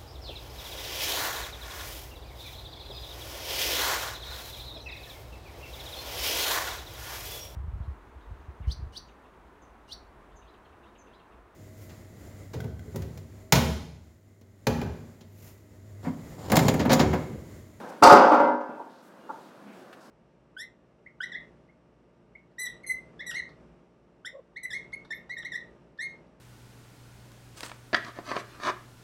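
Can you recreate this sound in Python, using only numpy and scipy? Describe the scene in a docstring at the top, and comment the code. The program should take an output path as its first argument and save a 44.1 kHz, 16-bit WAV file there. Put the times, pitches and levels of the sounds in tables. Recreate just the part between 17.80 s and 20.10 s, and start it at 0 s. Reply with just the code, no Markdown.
"""A faint rattle of carried weight plates and a shoe scuff come first; then two loaded steel frames
crash onto the paving of a fenced yard. They bounce and rock to rest, each impact exciting damped modes
of frames and discs and noisy ringing of the stacked plates. The loudest peaks overload the microphone.
Dull knocks, shuffling shoes and one click follow, over quiet outdoor air and a faint bird."""
import sys
import numpy as np
from scipy import signal
from scipy.fft import rfft, irfft, next_fast_len
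from scipy.io import wavfile
from scipy.ndimage import map_coordinates

SR = 44100
rng = np.random.default_rng(int(sys.argv[2]) if len(sys.argv) > 2 else 0)


def generate_wav(sig):
    """Save sig (samples, or channels by samples) to the path in sys.argv[1] as 16-bit PCM at SR."""
    pcm = np.round(np.clip(np.atleast_2d(sig).T, -1, 1) * 32767).astype(np.int16)
    wavfile.write(sys.argv[1], SR, pcm)


N = 101429


def amp(db):
    """Amplitude ratio of a level in decibels."""
    return 10 ** (np.asarray(db) / 20)


def unit(x):
    """Normalisation to rms 1."""
    return x / np.sqrt(np.mean(x ** 2) + 1e-20)


def since(onset):
    """Seconds since the onset, zero before it."""
    return np.maximum(np.arange(N) / SR - onset, 0)


def along(points, hz):
    """Interpolation of (f, value) points on a logarithmic frequency axis."""
    f, value = np.transpose(points)
    return np.interp(np.log(hz + 1), np.log(f + 1), value)


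def filtered(x, response):
    """Linear filtering: the spectrum is multiplied by a frequency response."""
    size = next_fast_len(N + SR // 2)
    return irfft(rfft(x, size) * response(np.fft.rfftfreq(size, 1 / SR)), size)[:N]


def noise(spectrum):
    """Coloured noise of rms 1; the spectrum levels set only its shape."""
    return unit(filtered(rng.standard_normal(N), lambda hz: amp(along(spectrum, hz))))


def wobble(rate):
    """Smooth random modulation through rate knots a second."""
    return map_coordinates(rng.standard_normal(size=2000), [since(0) * rate], mode="wrap")


def strike(onset, t60, hold=0, attack_s=0.0028):
    """Transient envelope: quick rise, hold, then exponential decay by 60 dB in t60."""
    start = int(onset * SR)
    t = np.arange(min(N - start, int((hold + 2 * t60) * SR))) / SR
    rise = 1 - np.exp(-t / attack_s)
    decay = np.exp(-np.log(1000) * np.maximum(t - hold, 0) / t60)
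    return np.pad(rise * decay, (start, N - start - len(t)))


def energy_sum(blows, t60):
    """Incoherent addition: amplitude envelope of (t, level) blows whose energies add."""
    return np.sqrt(sum((amp(db) * strike(onset, t60)) ** 2 for onset, db in blows))


def bursts(spectrum, t60, blows):
    """Modal overlap: dense resonances, struck by (t, level) blows, decay like a band of noise."""
    return noise(spectrum) * energy_sum(blows, t60)


def drift():
    """Random phase modulation, in radians, that makes a tone waver."""
    return 0.38 * wobble(rate=22)


def ring(modes, blows, beat_db=2.2):
    """Modal superposition: struck (f, level, T60) modes beat and drift as the plates shift."""
    out = np.zeros(N)
    for hz, db, t60 in modes:
        phase = 2 * np.pi * (hz * since(0) + rng.random()) + drift()
        out += amp(db + beat_db * wobble(rate=22)) * energy_sum(blows, t60) * np.sin(phase)
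    return out


# Spectrum of the outdoor air: f/Hz, level/dB
AIR_SPECTRUM = [(18, -76.5), (30, -44), (118, -18), (199, -5), (273, -4.5), (461, -9.5), (540, -5.5),
                (584, -8.5), (1590, -15.5), (1760, -19.5), (2010, -24.5), (3870, -31), (16000, -45)]
# Background level, ducked after the crash and recovering as with automatic gain: t/s, level/dB
BACKGROUND_GAIN = [(0, -41.5), (.75, -62), (1.0, -53), (1.2, -55), (1.45, -51.5), (1.7, -51.5), (2.0, -50),
                   (2.3, -51.5)]


def air():
    """Ambient noise: a fixed spectrum under a gain curve that dips and slowly recovers."""
    return noise(AIR_SPECTRUM) * amp(np.interp(since(0), *np.transpose(BACKGROUND_GAIN)))


# Bird whistles: t/s, duration/s, start f/Hz, end f/Hz, level/dB
WHISTLES = [(0.868, 0.155, 2680, 2660, -70), (1.388, 0.13, 2900, 2750, -68)]


def bird():
    """Linear frequency sweep: each distant whistle is a pure tone that falls slightly."""
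    out = np.zeros(N)
    for onset, length, start_hz, end_hz, db in WHISTLES:
        progress = np.clip(since(onset) / length, 0, 1)
        hz = start_hz + (end_hz - start_hz) * progress
        out += amp(db) * np.sin(np.pi * progress) * np.sin(2 * np.pi * np.cumsum(hz) / SR)
    return out


# Reverberation time of the yard: f/Hz, T60/s
YARD_T60 = [(100, 0.41), (250, 0.51), (1000, 0.56), (2500, 0.43), (6000, 0.23), (14000, 0.27)]


def yard(x, delay_s=0.018):
    """Reverberation: fence and shed return a delayed, diffuse tail whose treble dies first."""
    hz, t, bands = signal.stft(rng.standard_normal(SR), SR, nperseg=256)
    decay = np.exp(-np.log(1000) * t / along(YARD_T60, hz)[:, None])
    tail = signal.istft(bands * decay, SR)[1]
    delayed = np.pad(x, (int(delay_s * SR), 0))
    return signal.fftconvolve(delayed, tail / np.linalg.norm(tail))[:N]


# Shoe scuffs: t/s, level/dB, hold/s, peak f/Hz, slope to either side/(dB per octave)
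SCUFFS = [(0.085, -57.5, 0.018, 5070, 9), (1.094, -69.5, 0.12, 4000, 15.5),
          (1.221, -68.5, 0.065, 6870, 3.5), (1.491, -67.5, 0.207, 3680, 7.5), (1.865, -63, 0.073, 2330, 25),
          (1.925, -67.5, .1, 3000, 5.5), (2.202, -65.5, 0.075, 5100, 12.5)]


def scuffs():
    """Friction noise: shoes rub on grit, each time with a different spectral peak."""
    out = np.zeros(N)
    for onset, db, hold, peak_hz, slope in SCUFFS:
        white = rng.standard_normal(N)
        grit = filtered(white, lambda hz: amp(-slope * np.abs(np.log2((hz + 1) / peak_hz))))
        out += amp(db) * unit(grit) * strike(onset, t60=0.043, hold=hold)
    return out


# Bumps of shuffling feet: t/s, level/dB, duration/s, f/Hz
FOOT_BUMPS = [(1.807, -46, 0.13, 205), (1.935, -48.5, 0.053, 187), (2.007, -48.5, 0.031, 361)]


def foot_bumps():
    """Soft contact gives a narrow spectrum: each bump is a low tone in a half-sine swell."""
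    out = np.zeros(N)
    for onset, db, length, hz in FOOT_BUMPS:
        swell = np.sin(np.pi * np.clip(since(onset) / length, 0, 1))
        out += amp(db) * swell * np.sin(2 * np.pi * hz * since(onset) + drift())
    return out


# Spectrum of the carried plates: f/Hz, level/dB
RATTLE_SPECTRUM = [(35, -65), (60, -53), (204, -1), (408, -6), (605, 2), (1030, -1.5), (1210, -19),
                   (1490, -5), (2110, -28), (15000, -52)]
PLATES_T60_S = 0.34


def rattle(db=-45.5, release_s=0.13):
    """Forced vibration, then free decay: the plates rattle softly until they are let go."""
    decay = np.exp(-np.log(1000) * since(release_s) / PLATES_T60_S)
    return amp(db) * noise(RATTLE_SPECTRUM) * decay


# Tap of loose metal: t/s, level/dB, T60/s
CLICKS = [(2.127, -42.5, .07)]
# Its spectrum: f/Hz, level/dB
CLICK_SPECTRUM = [(300, -14), (700, -6), (1300, 0), (2000, -2.5), (3700, -8), (6000, -21), (12000, -26.5)]


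def click():
    """Brief contact gives a broad spectrum: something small and hard taps the load once."""
    return sum(bursts(CLICK_SPECTRUM, t60, [(onset, db)]) for onset, db, t60 in CLICKS)


# Knocks of shifting plates: t/s, level/dB, hold/s, cutoff f/Hz
KNOCKS = [(.268, -13, 0.02, 1100), (.521, -21, .02, 1050), (.676, -19.5, 0.022, 1050),
          (0.994, -34, 0.022, 1050), (1.061, -46, 0.025, 1050), (1.491, -33, 0.021, 1800)]
# Noise spectrum and partials of a knock, each: f/Hz, level/dB
KNOCK_SPECTRUM = [(80, -59), (250, -3), (600, -2), (780, -1.5), (900, 9.5), (1050, -3.5), (1400, -4.5),
                  (1800, -25), (4000, -58), (12000, -56)]
KNOCK_PARTIALS = [(835, -9), (900, -3.5), (965, -10), (1140, -10), (1385, -9.5)]


def knocks(noise_db=-7, clunk_db=-6.5):
    """Damped vibration: a plate judders and clunks, each dull knock low-passed at its own cutoff."""
    out = np.zeros(N)
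    for onset, db, hold, cutoff_hz in KNOCKS:
        tones = sum(amp(level) * np.sin(2 * np.pi * (hz * since(onset) + rng.random()))
                    for hz, level in KNOCK_PARTIALS)
        judder = (tones + amp(noise_db) * noise(KNOCK_SPECTRUM)) * strike(onset, t60=0.03, hold=hold)
        clunk = bursts(KNOCK_SPECTRUM, t60=0.5, blows=[(onset, clunk_db)])
        out += amp(db) * filtered(judder + clunk, lambda hz: 1 / np.sqrt(1 + (hz / cutoff_hz) ** 10))
    return out


# Thuds of the two main landings: t/s, level/dB
THUDS = [(0.223, -29), (0.31, -28)]
# Spectrum of the rumble in a thud: f/Hz, level/dB
RUMBLE_SPECTRUM = [(25, -9.5), (60, -8), (130, 0.5), (200, -3.5), (400, -29)]


def thuds(hz=118, rumble_db=-7):
    """Damped oscillation: a short low tone and a little rumble, like the thud of clipping distortion."""
    rumble = amp(rumble_db) * noise(RUMBLE_SPECTRUM)
    out = np.zeros(N)
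    for onset, db in THUDS:
        tone = np.sin(2 * np.pi * hz * since(onset))
        out += amp(db) * (tone + rumble) * strike(onset, t60=0.04, hold=0.022)
    return out


# Booms of a frame landing flat: t/s, level/dB, hold/s, f/Hz
BOOMS = [(0.217, -18, 0.036, 299.4), (.314, -11.5, 0.029, 414.5), (0.511, -19, 0.022, 307)]


def booms(overtone_ratio=1.4, overtone_db=-7):
    """Inharmonic vibration: a flat landing excites two quickly damped, hollow partials."""
    out = np.zeros(N)
    for onset, db, hold, hz in BOOMS:
        phase = 2 * np.pi * hz * since(onset)
        partials = np.sin(phase) + amp(overtone_db) * np.sin(overtone_ratio * phase)
        out += amp(db) * partials * strike(onset, t60=0.041, hold=hold)
    return out


# Modes of the steel frames, one list each: f/Hz, level/dB, T60/s
FRAME_HZ = [251, 305, 530, 575, 890, 920, 955, 1175, 1287, 1405, 1701, 2050]
FRAME_DB = [-13.5, -12, -6, 0.5, -4, -7, -3.5, -20.5, -19, -11.5, -23.5, -20]
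FRAME_T60_S = [1, 0.97, 0.84, .6, 0.49, 0.56, 0.7, .65, 0.41, 0.81, 0.93, 0.46]
# Modes of the weight discs, one list each: f/Hz, level/dB, T60/s
DISC_HZ = [408, 722, 854, 1000, 1090, 1247, 1369, 1549]
DISC_DB = [-11, 0, -3.5, -5, -6.5, -2.5, -4.5, -15.5]
DISC_T60_S = [0.79, 0.53, 0.64, .6, .55, 0.31, 0.25, 0.99]
# Modes of the plate edges: f/Hz, level/dB, T60/s
EDGE_MODES = [(2750, -12, .16), (4624, -8, .06), (5800, -14, .08), (7450, -17, .06)]


def steel(blows, knock_coupling_db=-21):
    """Free vibration: frames, discs and edges ring after each blow; knocks barely stir the frames."""
    onsets, frame_db, disc_db, _, clash_db, _ = np.transpose(blows)
    stirs = [(onset, db + knock_coupling_db) for onset, db, _, _ in KNOCKS]
    frames = ring(zip(FRAME_HZ, FRAME_DB, FRAME_T60_S), list(zip(onsets, frame_db)) + stirs)
    discs = ring(zip(DISC_HZ, DISC_DB, DISC_T60_S), list(zip(onsets, disc_db)))
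    edges = ring(EDGE_MODES, list(zip(onsets, clash_db)))
    return frames + discs + edges


def drone(onset=0.64, db=-29.5):
    """Resonance: the lowest frame mode sounds on while the load rocks to rest."""
    tone = np.sin(2 * np.pi * FRAME_HZ[0] * since(onset) + drift())
    return amp(db) * tone * strike(onset, t60=0.42, hold=0.1)


# Spectrum of metal clashing on metal: f/Hz, level/dB
CLASH_SPECTRUM = [(500, -19), (2000, -1), (2800, -11.5), (3600, -5.5), (4600, 4), (6200, -3), (9000, -8),
                  (11500, -18), (12100, -12.5), (13300, -16.5), (16000, -28.5)]


def jangle(ripple_db=3.5, spacing_hz=75, grain_db=2.2):
    """Contact chatter: dense high resonances ripple the spectrum, tiny uneven contacts the level."""
    ripple = rng.standard_normal(size=400)
    metal = filtered(noise(CLASH_SPECTRUM),
                     lambda hz: amp(ripple_db * map_coordinates(ripple, [hz / spacing_hz], mode="wrap")))
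    return unit(metal * amp(grain_db * wobble(rate=500)))


# Blows of the loaded frames: t/s, then level/dB of frame ring, disc ring, plates, clash, thump
BLOWS = [(.223, -26, -12.5, -7, -27.5, -25), (0.233, -15, -15, -16.5, -17.5, -46),
         (0.268, -12.5, -33, -21, -28, -45), (0.296, -18, -11.5, -10, -28, -38.5),
         (0.321, -16.5, -11, -15, -25, -11), (0.368, -29, -17, -12.5, -53, -34),
         (0.393, -36.5, -19.5, -17.5, -51, -37), (0.441, -34.5, -37, -18, -50.5, -32),
         (0.515, -18.5, -24.5, -17, -45, -26), (0.536, -29.5, -22.5, -25.5, -48, -39),
         (0.596, -21.5, -36, -22.5, -50.5, -22), (0.643, -28.5, -29, -38.5, -66, -36),
         (0.674, -35, -47, -35.5, -59, -34.5), (0.804, -48, -41, -40, -64, -59),
         (0.887, -44.5, -60, -42.5, -92, -36)]
# Spectra of the stacked plates and of the ground's thump, each: f/Hz, level/dB
PLATES_SPECTRUM = [(130, -27.5), (220, -7), (320, -9), (520, 1), (660, -3.5), (930, 8), (1040, -9),
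                   (1150, 1.5), (1450, -2.5), (1620, -15), (1750, -16), (2700, -22), (3600, -31),
                   (9000, -71)]
THUMP_SPECTRUM = [(50, -46), (100, -21), (140, -8), (200, 2.5), (300, 4.5), (450, 3.5), (700, 1),
                  (1500, -74.5)]


def crash(blows, tail_db=-8.5, tail_cutoff_hz=7000):
    """Impact excitation: every blow clashes the plate edges, shakes the stack and thumps the ground."""
    onsets, _, _, plates_db, clash_db, thump_db = np.transpose(blows)
    tail = jangle() * energy_sum(zip(onsets, clash_db + tail_db), t60=0.6)
    tail = filtered(tail, lambda hz: 1 / (1 + (hz / tail_cutoff_hz) ** 6))
    clash = jangle() * energy_sum(zip(onsets, clash_db), t60=0.11)
    plates = bursts(PLATES_SPECTRUM, PLATES_T60_S, zip(onsets, plates_db))
    thump = bursts(THUMP_SPECTRUM, t60=0.17, blows=zip(onsets, thump_db))
    return clash + tail + plates + thump


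def low_cut(x, cutoff_hz=143):
    """Radiation efficiency as a high-pass filter: the metal gives off little deep bass."""
    return signal.sosfilt(signal.butter(6, cutoff_hz, "highpass", fs=SR, output="sos"), x)


def scene(yard_db=-6):
    """Superposition of all sources in one channel; only crash and scuffs reverberate."""
    direct = crash(BLOWS) + scuffs()
    metal = steel(BLOWS) + drone() + booms() + knocks() + click()
    radiated = low_cut(direct + amp(yard_db) * yard(direct) + metal)
    return (radiated + thuds() + foot_bumps() + rattle() + bird() + air())[None]


def record(dry, ceiling=0.99, band_limit_hz=16100):
    """Overload: the loudest peaks are clipped, then everything above the band limit is removed."""
    clipped = np.clip(dry[0], -ceiling, ceiling)
    return filtered(clipped, lambda hz: hz < band_limit_hz)[None]


dry = scene()
out = record(dry)
generate_wav(out)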